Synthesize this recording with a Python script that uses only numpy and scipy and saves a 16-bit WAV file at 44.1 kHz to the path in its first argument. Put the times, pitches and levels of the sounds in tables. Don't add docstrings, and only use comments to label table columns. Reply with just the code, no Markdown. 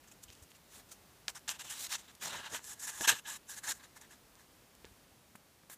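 import sys
import numpy as np
from scipy import signal
from scipy.fft import rfft, irfft, next_fast_len
from scipy.io import wavfile
from scipy.ndimage import uniform_filter1d, map_coordinates

SR = 44100
rng = np.random.default_rng(int(sys.argv[2]) if len(sys.argv) > 2 else 0)


def gain_from_db(level_db):
    decades = np.asarray(level_db, float) / 20
    return 10 ** decades


def file_out(sig):
    cols = np.atleast_2d(sig).T
    lim = np.clip(cols, -1, 1)
    pcm = np.round(lim * 32767).astype(np.int16)
    wavfile.write(sys.argv[1], SR, pcm)


N = 254456
CLOCK = np.arange(N) / SR


def unit(x):
    return x / np.sqrt(np.mean(x ** 2) + 1e-20)


def curves(rows):
    s, *columns = np.transpose(rows)
    return [np.interp(CLOCK, s, column) for column in columns]


def wobble(rate_hz):
    knots = rng.standard_normal(int(N * rate_hz / SR) + 4)
    return map_coordinates(knots, [CLOCK * rate_hz])


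def filtered(x, response):
    m = next_fast_len(N + 8192)
    return irfft(rfft(x, m) * response(np.fft.rfftfreq(m, 1 / SR)), m)[:N]


# centre_hz [Hz], width_hz [Hz], level_db [dB]
JAW_MODES = [(920, 130, -1), (1200, 240, -5), (1480, 220, -6), (1690, 150, 1), (2050, 200, -5)]
DISH_MODES = [(2563, 690, 2), (2900, 620, 0.5), (3820, 530, -1), (4400, 3400, -2)]
BLOCK_MODES = [(5690, 1640, 1.2), (6730, 1100, 0.52), (7440, 1200, 1.3), (8360, 1900, -0.42)]
EDGE_MODES = [(9500, 1000, -3.5), (11010, 1000, 0), (12050, 1100, -0.5), (14700, 1600, -5.5)]
SOIL_MODES = [(130, 270, -10.5), (267, 280, 6.5), (610, 330, 1.5)]
# centre_hz [Hz], width_hz [Hz], level_db [dB at firmness 1]
HOUSING_DIPS = [(2300, 100, -1.5), (4750, 200, -1.2), (10100, 300, -0.7), (13300, 500, -2.5), (15700, 300, -3)]
# start_s [s], lean_db [dB, dish over jaw], dish_hz [Hz], block_hz [Hz], firmness [1]
POSE = [(.1, 0.5, 3030, 6600, 1.9), (.24, 11, 4100, 7400, 1.3), (.3, 20, 2980, 6200, 0.74),
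        (.53, 9, 2960, 7200, 0.63), (.8, 0, 3840, 7050, 0.34), (1.3, -4.5, 3650, 6460, 0.75),
        (1.5, 2, 3400, 7000, 1.36), (1.7, 4, 3300, 7100, 0.96), (1.83, 9, 3900, 7000, 0.48),
        (1.95, 3, 3600, 6100, 0.96), (2.24, 0, 3650, 6570, 0.75), (2.4, -0.5, 3250, 6640, 1.3),
        (2.8, -1.5, 4020, 7000, 1.27), (2.95, -6, 3500, 7000, 1.17), (3.1, 1.5, 3200, 6970, 1.7),
        (3.55, -2.5, 4100, 7060, 1.16), (4.2, -6.5, 3670, 7000, 1.1), (5.7, -2.5, 3700, 8500, 0.78)]
# start_s [s, centre], half_length_s [s], level_db [dB added to the soil]
SHOVES = [(.04, .03, 16), (0.373, 0.11, 22.5), (0.816, 0.066, 23), (1.302, .04, 14.5), (1.65, 0.035, 14),
          (2.355, 0.15, 24), (2.538, .04, 13.5), (3.013, .02, 19), (3.132, .025, 19.5), (3.303, 0.077, 5.5),
          (3.704, 0.03, 7), (4.1, .1, 14), (4.86, .05, 25)]
# jaw_hz [Hz], jaw_width [log ratio], jaw_lead_db [dB], edge_hz [Hz],
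# edge_lead_db [dB], dip_depth [1], edge_share_db [dB]
SKULLS = [
    (1360, 0.17, 1, 11600, 1.6, 0.8, -1),
    (1700, .07, 3, 10200, 5.4, 0.85, 0.53),
]
SWAP_S = 2.62


def gnawing():
    hz, t, z = signal.stft(grit(spread_db=2.1, clump_db=0.9), SR, nperseg=512, noverlap=384)
    hz = hz[:, None] + 1
    at = np.minimum(np.round(t * SR).astype(int), N - 1)
    force, depth_db = pressure()
    depth_db = depth_db[at]
    skull = np.array(SKULLS)[(t > SWAP_S).astype(int)].T
    jaw_hz, jaw_width, jaw_lead_db, edge_hz, edge_lead_db, dip_depth, edge_share_db = skull
    lean_db, dish_hz, block_hz, firmness = [curve[at] for curve in curves(POSE)]

    jaw_db = depth_db - lean_db / 2
    dish_db = depth_db + lean_db / 2
    edge_db = -7.5 + 6 * (block_hz / 1000 - 7) - 0.19 * depth_db + edge_share_db
    edge_hz = edge_hz + 4600 * (firmness - 1.3)
    soil_db = -23.5 + sum(db * np.exp(-((t - s) / half) ** 2) for s, half, db in SHOVES)

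    rasp = gain_from_db(2 * jaw_db) * body(JAW_MODES, hz, firmness, jaw_hz, jaw_width, jaw_lead_db)
    rasp += gain_from_db(2 * dish_db) * body(DISH_MODES, hz, firmness, dish_hz, width=0.18, lead_db=6.5)
    rasp += body(BLOCK_MODES, hz, firmness, block_hz, width=0.19, lead_db=4.5)
    rasp += gain_from_db(2 * edge_db) * body(EDGE_MODES, hz, firmness, edge_hz, width=0.099, lead_db=edge_lead_db)
    housing_db = sum(db * np.exp(-((hz - centre) / w) ** 2 / 2) for centre, w, db in HOUSING_DIPS)
    rasp *= gain_from_db(2 * firmness * dip_depth * housing_db)
    scrape = gain_from_db(2 * soil_db) * body(SOIL_MODES, hz, 1.01, lead_hz=300, width=0.56, lead_db=-8.5)

    patches = uniform_filter1d(rng.standard_normal(z.shape), size=9, axis=0)
    patches = uniform_filter1d(patches, size=7, axis=1)
    gain = np.sqrt((rasp + scrape) / np.sum(rasp, axis=0) * len(hz))
    gain = gain * gain_from_db(1.54 * unit(patches))
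    grains = signal.istft(z * gain, SR, nperseg=512, noverlap=384)[1][:N]
    chatter_db = 0.7 * wobble(70)
    return force * gain_from_db(-0.73 + chatter_db) * grains


def grit(spread_db, clump_db):
    size_db = spread_db * np.minimum(rng.exponential(size=N), 4)
    size_db = size_db + clump_db * wobble(260)
    return unit(rng.standard_normal(N) * gain_from_db(size_db))


def body(modes, hz, firmness, lead_hz, width, lead_db):
    peaks = 0
    for centre, w, db in modes:
        peaks = peaks + gain_from_db(2 * db) * (hz * w) ** 2 / ((centre ** 2 - hz ** 2) ** 2 + (hz * w) ** 2)
    nearness = np.exp(-(np.log(hz / lead_hz) / width) ** 2 / 2)
    power = peaks ** np.clip(firmness, 0.5, 3) * gain_from_db(2 * lead_db * nearness)
    return power / np.sum(power, axis=0)


# [dB, jaw and dish against block]
NIBBLES = [(.038, .008, .005, -64, 1), (.076, .006, .012, -60.5, -8), (.116, .008, .006, -54, -8),
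           (.234, 0.02, .005, -52, -14), (.285, .013, 0.025, -58.5, -4), (.326, .013, .006, -57, -13),
           (.36, .05, 0.064, -67.5, -11), (.425, .006, .011, -58, -20), (.505, .008, 0.011, -59, -5.5),
           (.551, .013, .015, -61.5, -5), (.894, .016, .012, -61.5, -6), (2.013, .005, .05, -61, 1),
           (2.08, .012, 0.034, -59, 4), (3.8, .015, .012, -59, 10), (3.838, 0.044, 0.018, -55, 1),
           (3.963, 0.014, 0.011, -53, -3.5), (4.014, .01, .006, -53, -2.5), (4.033, .011, 0.022, -61.5, 4),
           (4.113, 0.024, 0.03, -56.5, -2.5), (4.855, .007, 0.034, -67, 8), (5.356, .005, .001, -56.5, -9),
           (5.699, .005, 0.021, -51.5, -3), (5.726, 0.028, 0.017, -52.5, -5.5)]
BITES = [(1.281, 0.0012, 0.021, -45, -5), (1.356, .014, 0.022, -48.5, -5), (1.481, 0.0044, 0.038, -38, -4),
         (1.519, .004, 0.046, -50, 0.5), (1.596, 0.013, 0.023, -43, -0.5), (1.738, .014, 0.045, -47.5, -3),
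         (1.8, 0.052, 0.048, -41.5, -9), (1.84, 0.04, 0.03, -44, -5), (1.923, 0.041, 0.033, -35, -3.5),
         (2.294, .002, 0.014, -43, 5), (2.448, 0.064, .033, -45, 7.5), (2.649, 0.046, 0.04, -49.5, -11),
         (2.697, 0.046, 0.041, -46.5, -8), (2.797, 0.011, .03, -48, -9.5), (2.839, .051, 0.016, -42, -10.5),
         (3.011, 0.036, 0.022, -39, -10), (3.045, 0.027, .012, -32.5, -0.5),
         (3.078, 0.0092, 0.025, -22, -3), (3.14, .03, 0.055, -45.5, -1), (3.277, 0.039, .09, -42.5, -4.5),
         (3.573, .028, 0.018, -45.5, -7.5), (3.64, 0.02, 0.017, -44.5, -2), (3.69, 0.052, .03, -34.5, -5.5)]
DRAGS = [(.745, 0.094, 0.056, -54.5, -5), (.917, .009, 0.0044, -49.5, -10),
         (1.647, 0.027, 0.033, -48.5, -3.5), (1.704, 0.025, 0.022, -41, -5.5),
         (1.983, 0.017, 0.017, -51, -5), (2.228, .03, 0.053, -39, -3), (2.336, 0.11, 0.072, -44, 3.5),
         (2.548, .075, 0.016, -38, -3), (2.6, .01, .03, -62, 2), (2.875, .022, 0.022, -39.5, -6.5),
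         (2.98, 0.29, .014, -46, -6), (3.111, .018, .012, -31, 0.5), (3.255, .012, 0.011, -50.5, 10),
         (3.496, 0.027, 0.047, -45, -7.5), (3.739, .02, 0.036, -56, -8), (4.401, 0.049, 0.013, -62, -2)]


def pressure():
    power, deep = np.full(N, 1e-12), np.zeros(N)
    # strokes, sag while held [dB per s], lift-off [s]
    for rows, sag, lift_s in ((NIBBLES, -49, 0.024), (BITES, -52, 0.021), (DRAGS, -55, 0.043)):
        for s, rise_s, hold_s, db, depth_db in rows:
            times = np.cumsum([s - rise_s, rise_s, hold_s, lift_s])
            levels_db = db + np.array([-25.5, 0, sag * hold_s, sag * hold_s - 26.5])
            span = slice(round(times[0] * SR), round(times[3] * SR))
            stroke = gain_from_db(2 * np.interp(CLOCK[span], times, levels_db))
            power[span] += stroke
            deep[span] += stroke * depth_db
    return np.sqrt(power), deep / power


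# start_s [s], level_db [dB peak], pitch_hz [Hz], ring_db [dB]
SNAPS = [(0.2386, -31, 8700, -24), (0.303, -37, 4200, -28), (0.3523, -41, 6130, -22),
         (0.518, -45, 2710, -14), (1.2823, -14, 4130, -18), (1.2852, -27, 3400, -25),
         (1.2962, -37, 2700, -3), (1.2975, -30, 5250, -23), (1.3013, -30, 7040, -24),
         (1.3506, -43, 3200, -16), (1.3937, -41, 8100, -14), (1.478, -31.5, 3560, -20),
         (1.4924, -15.5, 4420, -10), (2.1518, -37.5, 6700, -16), (2.155, -40, 8000, -20),
         (2.5934, -39, 1480, -3), (2.6433, -29, 7400, -21), (3.0095, -32, 3980, 7), (3.0107, -28, 3000, -2),
         (4.1587, -50, 5300, -16), (4.3545, -42, 5900, -16), (4.4451, -52, 3700, -12),
         (4.752, -40.5, 8000, -20), (4.8463, -39, 2200, 0), (4.853, -37.5, 4400, -13),
         (5.3543, -41, 1230, -16), (5.3582, -43, 1900, -20), (5.6353, -54, 1300, -10),
         (5.6989, -43, 1810, -12)]
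# pitch_hz [Hz], level_db [dB], t60_s [s]
GLASS_MODES = [(900, -2, .045), (1700, 0, .045), (3550, -3, .02), (7200, -6, .01)]


def snaps():
    out, t = np.zeros(N + 3000), np.arange(2600) / SR
    scatter_db = 3 * rng.standard_normal((len(SNAPS), len(GLASS_MODES)))
    for (s, db, hz, ring_db), chip_db in zip(SNAPS, scatter_db):
        turn = hz * t - 1
        crack = -1.16 * np.sin(2 * np.pi * turn) * np.exp(-(turn / 0.38) ** 2)
        ring = np.zeros(len(t))
        for (mode_hz, mode_db, t60_s), extra_db in zip(GLASS_MODES, chip_db):
            level_db = mode_db + extra_db - 1.07 * np.log(mode_hz / hz) ** 2
            ring += gain_from_db(level_db - 60 * t / t60_s) * np.sin(2 * np.pi * mode_hz * t)
        ring *= gain_from_db(ring_db - 15.5) * (1 - np.exp(-t / 0.00023))
        out[round((s - 1 / hz) * SR):][:len(t)] += gain_from_db(db) * (crack + ring)
    return out[:N]


# start_s [s], level_db [dB peak], pitch_hz [Hz]
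KNOCKS = [
    (1.279, -71, 654),
    (1.491, -55, 684),
    (2.547, -52, 207),
    (3.008, -40, 300),
    (3.075, -36.5, 394),
    (4.845, -43, 420),
    (5.351, -50.5, 217),
    (5.635, -58, 157),
    (5.697, -50.5, 597),
]


def knocks():
    out, t = np.zeros(N + 3000), np.arange(2600) / SR
    for s, db, hz in KNOCKS:
        swing = np.sin(2 * np.pi * hz * t + 0.5) * np.exp(-1.3 * hz * t)
        swing *= 1 - np.exp(-t / 0.0002)
        out[round((s + 0.001) * SR):][:len(t)] += 1.67 * gain_from_db(db) * swing
    return out[:N]


# start_s [s], level_db [dB peak], pitch_hz [Hz]
PAWS = [
    (0.249, -59, 56.5),
    (0.285, -53, 86.1),
    (0.416, -52, 72.7),
    (0.919, -64, 137),
    (1.467, -69, 64.6),
    (2.547, -61, 105),
    (4.849, -59, 59.2),
    (4.909, -53.5, 56),
    (5.109, -61, 67.3),
]


def paws():
    out = np.zeros(N)
    for s, db, hz in PAWS:
        t = CLOCK - s - 0.012
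        out += gain_from_db(db) * np.cos(2 * np.pi * hz * t) * np.exp(-(t / 0.0077) ** 2)
    return out


# pitch_hz [Hz], level_db [dB per Hz]
AIR = [(25, -30), (36, -3), (50, -2), (100, -4.5), (200, -5), (400, -9), (800, -11.5), (2000, -16),
       (3400, -17.5), (8000, -20), (15500, -23)]


def air():
    hz, db = np.transpose(AIR)
    noise = rng.standard_normal(N)
    hiss = unit(filtered(noise, lambda f: gain_from_db(np.interp(np.log(f + 1), np.log(hz), db))))
    sway_db = 0.45 * wobble(9)
    return gain_from_db(-63 + sway_db) * hiss


# pitch_hz [Hz], level_db [dB rms]
WHINE = [(6449, -92), (12898, -88)]


def whine():
    out = np.zeros(N)
    for hz, db in WHINE:
        out += np.sqrt(2) * gain_from_db(db) * np.sin(2 * np.pi * hz * CLOCK + 0.58 * wobble(3.9))
    return out


# start_s [s], level_db [dB]
FADE = [(0, 0.5), (4.95, 0), (5.77, -2.5)]


def scene():
    fade_db = curves(FADE)[0]
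    surroundings = paws() + air() + whine()
    return (gnawing() + snaps() + knocks() + gain_from_db(fade_db) * surroundings)[None]


def roll_off(x):
    return signal.sosfilt(signal.butter(12, 16150, fs=SR, output="sos"), x)


def record(dry):
    mix = filtered(dry[0], lambda hz: (hz < 15500) * hz ** 4 / (hz ** 4 + 36 ** 4))[None]
    return roll_off(mix)


dry = scene()
out = record(dry)
file_out(out)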